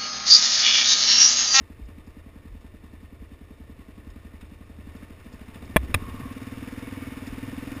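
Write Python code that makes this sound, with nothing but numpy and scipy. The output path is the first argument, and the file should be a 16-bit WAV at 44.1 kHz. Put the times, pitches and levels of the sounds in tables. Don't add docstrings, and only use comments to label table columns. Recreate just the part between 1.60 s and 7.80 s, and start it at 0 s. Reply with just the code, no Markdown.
import sys
import numpy as np
from scipy import signal
from scipy.fft import rfft, irfft
from scipy.io import wavfile
from scipy.ndimage import uniform_filter1d

SR = 44100
rng = np.random.default_rng(int(sys.argv[2]) if len(sys.argv) > 2 else 0)


def wav_out(sig):
    wavfile.write(sys.argv[1], SR, np.round(np.clip(np.atleast_2d(sig).T, -1, 1) * 32767).astype(np.int16))


N = 273420
TIME = np.arange(N) / SR

# time_s, firing_rate_hz
ENGINE_SPEED = [(0.0, 10.839), (1.14, 10.358), (2.29, 10.622), (2.59, 11.24), (3.14, 11.074),
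                (3.42, 13.415), (3.53, 12.48), (4.3, 15.409), (4.81, 19.025), (5.38, 20.613),
                (5.73, 18.958), (6.2, 22.355)]
# frequency_hz, gain_db
THUD_SHUT_EQ = [(18, -42), (30, -17), (45, 16.5), (62, 13), (83, 20), (100, -9.5), (130, -15), (165, 5.5),
                (235, 9.5), (308, 6), (350, -28.5), (445, -0.5), (520, -24.5), (900, -23)]
THUD_OPEN_EQ = [(18, -28), (45, 0), (78, 9), (116, 19), (150, -4.5), (205, 14), (268, 23.5), (300, 15),
                (328, 2.5), (405, -19), (480, 9.5), (560, -12.5), (900, -23.5)]
# frequency_hz, gain_db
CLATTER_IDLE_EQ = [(150, -7), (330, 4), (640, 3.5), (800, -5.5), (1100, -3.5), (1500, -8), (2000, -2.5),
                   (2700, -4.5), (3200, -11.5), (3700, -15), (4200, -14.5), (5100, -15), (5900, -15)]
CLATTER_LOAD_EQ = [(150, 2.5), (330, 2), (640, 0), (830, -5.5), (1100, -1), (1600, -2.5), (2200, -0.5),
                   (2850, -3.5), (3200, -10), (3700, -12), (4200, -15.5), (5100, -11.5), (5900, -13)]
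VALVE_TAPS = [(.19, 0.047, 0.24), (.3, 0.071, 0.48), (.78, 0.034, 0.34)]
# pitch_hz, width_hz, gain_db
CASE_MODES = [(664, 89, -16), (894, 51, -15.5), (1085, 100, -11.5), (1218, 80, -14.5), (1447, 110, -18.5),
              (1804, 126, -10.5), (2283, 130, -18), (2810, 330, -21), (3610, 280, -15.5),
              (5250, 250, -25.5)]
# place_cycles, pitch_hz, level_db, t60_s
CYCLE_PINGS = [(.29, 1850, -56, 0.025), (.31, 451, -55, 0.068), (0.809, 468, -54.5, 0.05)]
# frequency_hz, gain_db
RUMBLE_EQ = [(12, -7), (25, -0.5), (40, -7.5), (75, 1), (110, -1.5), (160, -15.5), (300, -9.5),
             (700, -38.5)]
# start_s, level_db, pitch_hz, t60_s, rise_s
MOUNT_JOLTS = [(.205, -17.5, 55, 0.17, 0.028), (0.889, -24, 43.7, 0.23, .035),
               (1.6, -25, 52.7, 0.09, 0.011), (2.48, -31, 40, 0.16, 0.02), (4.167, -21, 63.7, 0.53, 0.0033),
               (4.345, -11, 87, 0.11, 0.0077), (4.6, -22.5, 133, 0.14, 0.022), (5.69, -27, 40.2, .17, .02)]
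# start_s, tick_db, mudguard_ring_db
BIG_STONES = [(.2534, -65, -73), (.4664, -62, -75), (1.0087, -64.5, -73), (2.502, -62, -57),
              (2.8104, -60, -48.5), (3.3614, -62, -70), (3.7285, -57, -68), (3.9443, -60, -47),
              (4.0524, -55.5, -66), (4.7243, -56, -51), (5.6668, -46.5, -45.5)]
# frequency_hz, gain_db
TICK_EQ = [(2500, -27), (4600, -8), (5230, 0), (5800, -13), (7000, -24)]
MUDGUARD_EQ = [(400, -10), (1000, 0), (1700, -2), (2800, 3), (3200, -4), (3650, 4), (4300, -19),
               (6000, -35)]
# pitch_hz, gain_db, t60_s
SHELL_MODES = [(196, -6.5, 0.024), (345, 4, 0.013), (636, 3.5, 0.021), (887, -7.5, 0.031),
               (1056, -1.5, 0.024), (1185, -7, 0.022), (1785, 2, 0.018), (2005, -1, 0.019),
               (2367, -2, 0.021), (2660, -22, 0.029), (3350, -9.5, 0.021), (3685, -30, 0.048),
               (5150, -31, 0.011)]
# start_s, strength_db, tilt_db_per_octave
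SHELL_BLOWS = [(4.1617, -16, -5), (4.1664, -14.5, 4), (4.1682, -22.5, 2)]
# start_s, end_s, pitch_hz, width_hz, level_db
WHIR_SWELLS = [(4.33, 4.79, 1102, 139, -50), (5.148, 5.663, 2220, 120, -56.5)]

IDLE_HZ, FULL_LOAD_HZ = 10.65, 19.63
THUD_LEAD_S, MISFIRE_S = .004, 3.586


def amp(db):
    return 10 ** (np.asarray(db) / 20)


def unit_rms(x):
    return x / np.sqrt(np.mean(x ** 2) + 1e-20)


def eq_db(eq, hz):
    points_hz, db = np.transpose(eq)
    octaves, points = np.log2(hz + 1), np.log2(points_hz)
    beyond = abs(octaves - np.clip(octaves, points[0], points[-1]))
    return np.interp(octaves, points, db) - 20 * beyond


def add(mix, start_s, sound):
    part = mix[max(round(start_s * SR), 0):][:len(sound)]
    part += sound[:len(part)]


def noise(eq, size=N):
    gain = amp(eq_db(eq, np.fft.rfftfreq(size, 1 / SR)))
    return unit_rms(irfft(rfft(rng.standard_normal(size)) * gain, size))


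def resonate(x, hz, width_hz):
    b, a = signal.iirpeak(hz, hz / width_hz, SR)
    return signal.lfilter(b, a, signal.lfilter(b, a, x))


def body_ring(spectrum_db):
    log_gain = np.log(amp(np.maximum(spectrum_db, -90)))
    mirrored = np.r_[log_gain, log_gain[-2:0:-1]]
    minimum_phase = np.exp(np.conj(signal.hilbert(mirrored)))
    return irfft(minimum_phase[:len(spectrum_db)])


def firing_rate():
    return np.interp(TIME, *np.transpose(ENGINE_SPEED))


def engine_load():
    return np.clip((firing_rate() - IDLE_HZ) / (FULL_LOAD_HZ - IDLE_HZ), 0, 1)


def fader_db(idle_db, doubling_db, pull_db, nod_db):
    rate = firing_rate()
    pull = uniform_filter1d(np.maximum(np.gradient(rate, TIME), 0), 8000)
    head_down = np.interp(TIME, [3.77, 4.38, 4.88], [0, 1, 0])
    nod = np.sin(np.pi / 2 * head_down) ** 2
    return idle_db + doubling_db * np.log2(rate / IDLE_HZ) + pull_db * pull + nod_db * nod


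def exhaust_thuds(cycles, colour_spread_db=0.74, misfire_db=-14):
    out, hz = np.zeros(N), np.fft.rfftfreq(8192, 1 / SR)
    shut_db, throttle = eq_db(THUD_SHUT_EQ, hz), engine_load()
    tuning = (firing_rate() / FULL_LOAD_HZ) ** 0.33
    strength_db = fader_db(idle_db=-1.72, doubling_db=-0.71, pull_db=0.23, nod_db=0.49)
    bands_hz = np.geomspace(40, 900, 12)
    for at in np.flatnonzero(np.diff(np.floor(cycles)) > 0):
        open_db = eq_db(THUD_OPEN_EQ, hz / tuning[at])
        db = shut_db + throttle[at] * (open_db - shut_db) + strength_db[at]
        db += colour_spread_db * np.interp(hz, bands_hz, rng.standard_normal(len(bands_hz)))
        failed = abs(at / SR - MISFIRE_S) < 0.02
        add(out, at / SR - THUD_LEAD_S, -body_ring(db + failed * misfire_db))
    return out


def engine_clatter(cycles, lug_hz=13.75, lug_spread_hz=1, grain=0.15, unevenness=0.28):
    load = engine_load()
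    cycle_index = np.floor(cycles).astype(int) + 1

    def tap(place, width):
        force = np.exp(unevenness * rng.standard_normal(cycle_index.max() + 1))[cycle_index]
        offset = (cycles - place + .5) % 1 - .5
        return force * np.exp(-.5 * (offset / width) ** 2)

    valves = (1 - 0.2 * load) * sum(height * tap(place, width) for place, width, height in VALVE_TAPS)
    lugging = np.exp(-((firing_rate() - lug_hz) / lug_spread_hz) ** 2)
    fired = np.round(cycles) != np.round(np.interp(MISFIRE_S, TIME, cycles))
    combustion = fired * (0.51 + 0.57 * lugging) * tap(place=0.03, width=0.054)
    contacts = np.exp(grain * unit_rms(uniform_filter1d(rng.standard_normal(N), size=60)))
    drive = unit_rms((1 + valves + combustion) * contacts)
    rattle = drive * (np.sqrt(1 - load) * noise(CLATTER_IDLE_EQ) + np.sqrt(load) * noise(CLATTER_LOAD_EQ))
    case_ring = sum(amp(db) * unit_rms(resonate(drive * rng.standard_normal(N), hz, width_hz))
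                    for hz, width_hz, db in CASE_MODES)
    level_db = fader_db(idle_db=-59, doubling_db=12.5, pull_db=0.0362, nod_db=2)
    return amp(level_db) * (rattle + case_ring)


def engine_pings(cycles):
    out, t = np.zeros(N), TIME[:SR // 10]
    for place, hz, db, t60 in CYCLE_PINGS:
        ping = amp(db - 60 * t / t60) * np.sin(2 * np.pi * hz * t)
        for at in np.flatnonzero(np.diff(np.floor(cycles - place)) > 0):
            add(out, at / SR, ping)
    return out


def ride_rumble():
    out = amp(fader_db(idle_db=-51, doubling_db=6.5, pull_db=0.23, nod_db=8)) * noise(RUMBLE_EQ)
    t = TIME[:SR // 2]
    for start_s, db, hz, t60, rise_s in MOUNT_JOLTS:
        attack = 1 - np.exp(-(t / rise_s) ** 2)
        add(out, start_s, amp(db - 60 * t / t60) * attack * np.sin(2 * np.pi * hz * t))
    return out


def gravel(stones_per_s=5.5, count=40, tick_t60_s=0.075, ring_t60_s=0.088):
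    out, t = np.zeros(N), TIME[:4096]
    starts_s = np.cumsum(rng.exponential(1, count)) / stones_per_s
    levels_db = rng.normal([-76, -70], 1.5, (count, 2))
    small_stones = np.column_stack([starts_s, levels_db])
    for start_s, tick_db, ring_db in np.vstack([BIG_STONES, small_stones]):
        tick = amp(tick_db - 60 * t / tick_t60_s) * noise(TICK_EQ, len(t))
        ring = amp(ring_db - 60 * t / ring_t60_s) * noise(MUDGUARD_EQ, len(t))
        add(out, start_s, tick + ring)
    return out


def shell_hit(strength_db, tilt_db, buzz_db=-9, buzz_t60_s=0.029):
    t = TIME[:SR // 10]
    ring = sum(amp(db + tilt_db * np.log2(hz / 1000) - 60 * t / t60) * np.sin(2 * np.pi * hz * t)
               for hz, db, t60 in SHELL_MODES)
    buzz = amp(buzz_db - 60 * t / buzz_t60_s) * noise(CLATTER_LOAD_EQ, len(t))
    return amp(strength_db) * (buzz - ring)


def shell_knocks(contact_hz=3900, snap_s=4.3425, slips_per_s=1287):
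    heavy, snap = np.zeros(N), np.zeros(N)
    for start_s, strength_db, tilt_db in SHELL_BLOWS:
        add(heavy, start_s, shell_hit(strength_db, tilt_db))
    for slip, force in enumerate(np.linspace(.5, 1, 6)):
        add(snap, snap_s + slip / slips_per_s, force * shell_hit(strength_db=-20.5, tilt_db=5.4))
    return signal.sosfilt(signal.butter(5, contact_hz, fs=SR, output="sos"), heavy) + snap


def engine_whirs():
    out = np.zeros(N)
    for start_s, end_s, hz, width_hz, db in WHIR_SWELLS:
        size = round((end_s - start_s) * SR)
        ring = unit_rms(resonate(rng.standard_normal(size), hz, width_hz))
        add(out, start_s, amp(db) * ring * signal.windows.tukey(size, .5))
    return out


def waiting_bike(pass_s=5.65, gap_m=1.65, ride_m_per_s=5.8, alongside_db=-53):
    distance_m = np.hypot(gap_m, ride_m_per_s * (TIME - pass_s))
    return amp(alongside_db) * gap_m / distance_m * noise(CLATTER_LOAD_EQ)


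def scene(knock_pan_db=0.25):
    cycles = np.cumsum(firing_rate()) / SR - .134
    thud_cycles = cycles + THUD_LEAD_S * firing_rate()
    engine = exhaust_thuds(cycles) + engine_clatter(thud_cycles) + engine_pings(thud_cycles)
    ride = engine + ride_rumble() + gravel() + engine_whirs() + waiting_bike()
    return ride + shell_knocks() * amp([[-knock_pan_db], [knock_pan_db]])


def record(dry, top_hz=15300):
    anti_alias = signal.firwin(4001, 5850, fs=40 * SR)
    sampled = signal.resample_poly(dry, 40, 147, axis=1, window=anti_alias)
    held = np.repeat(np.clip(sampled, -1, 1), 4, axis=1)
    fizzy = signal.resample_poly(held, 147, 160, axis=1)[:, :N]
    high_cut = signal.firwin(511, top_hz, window=("kaiser", 9), fs=SR)
    return signal.oaconvolve(fizzy, high_cut[None], "same", axes=1)


dry = scene()
out = record(dry)
wav_out(out)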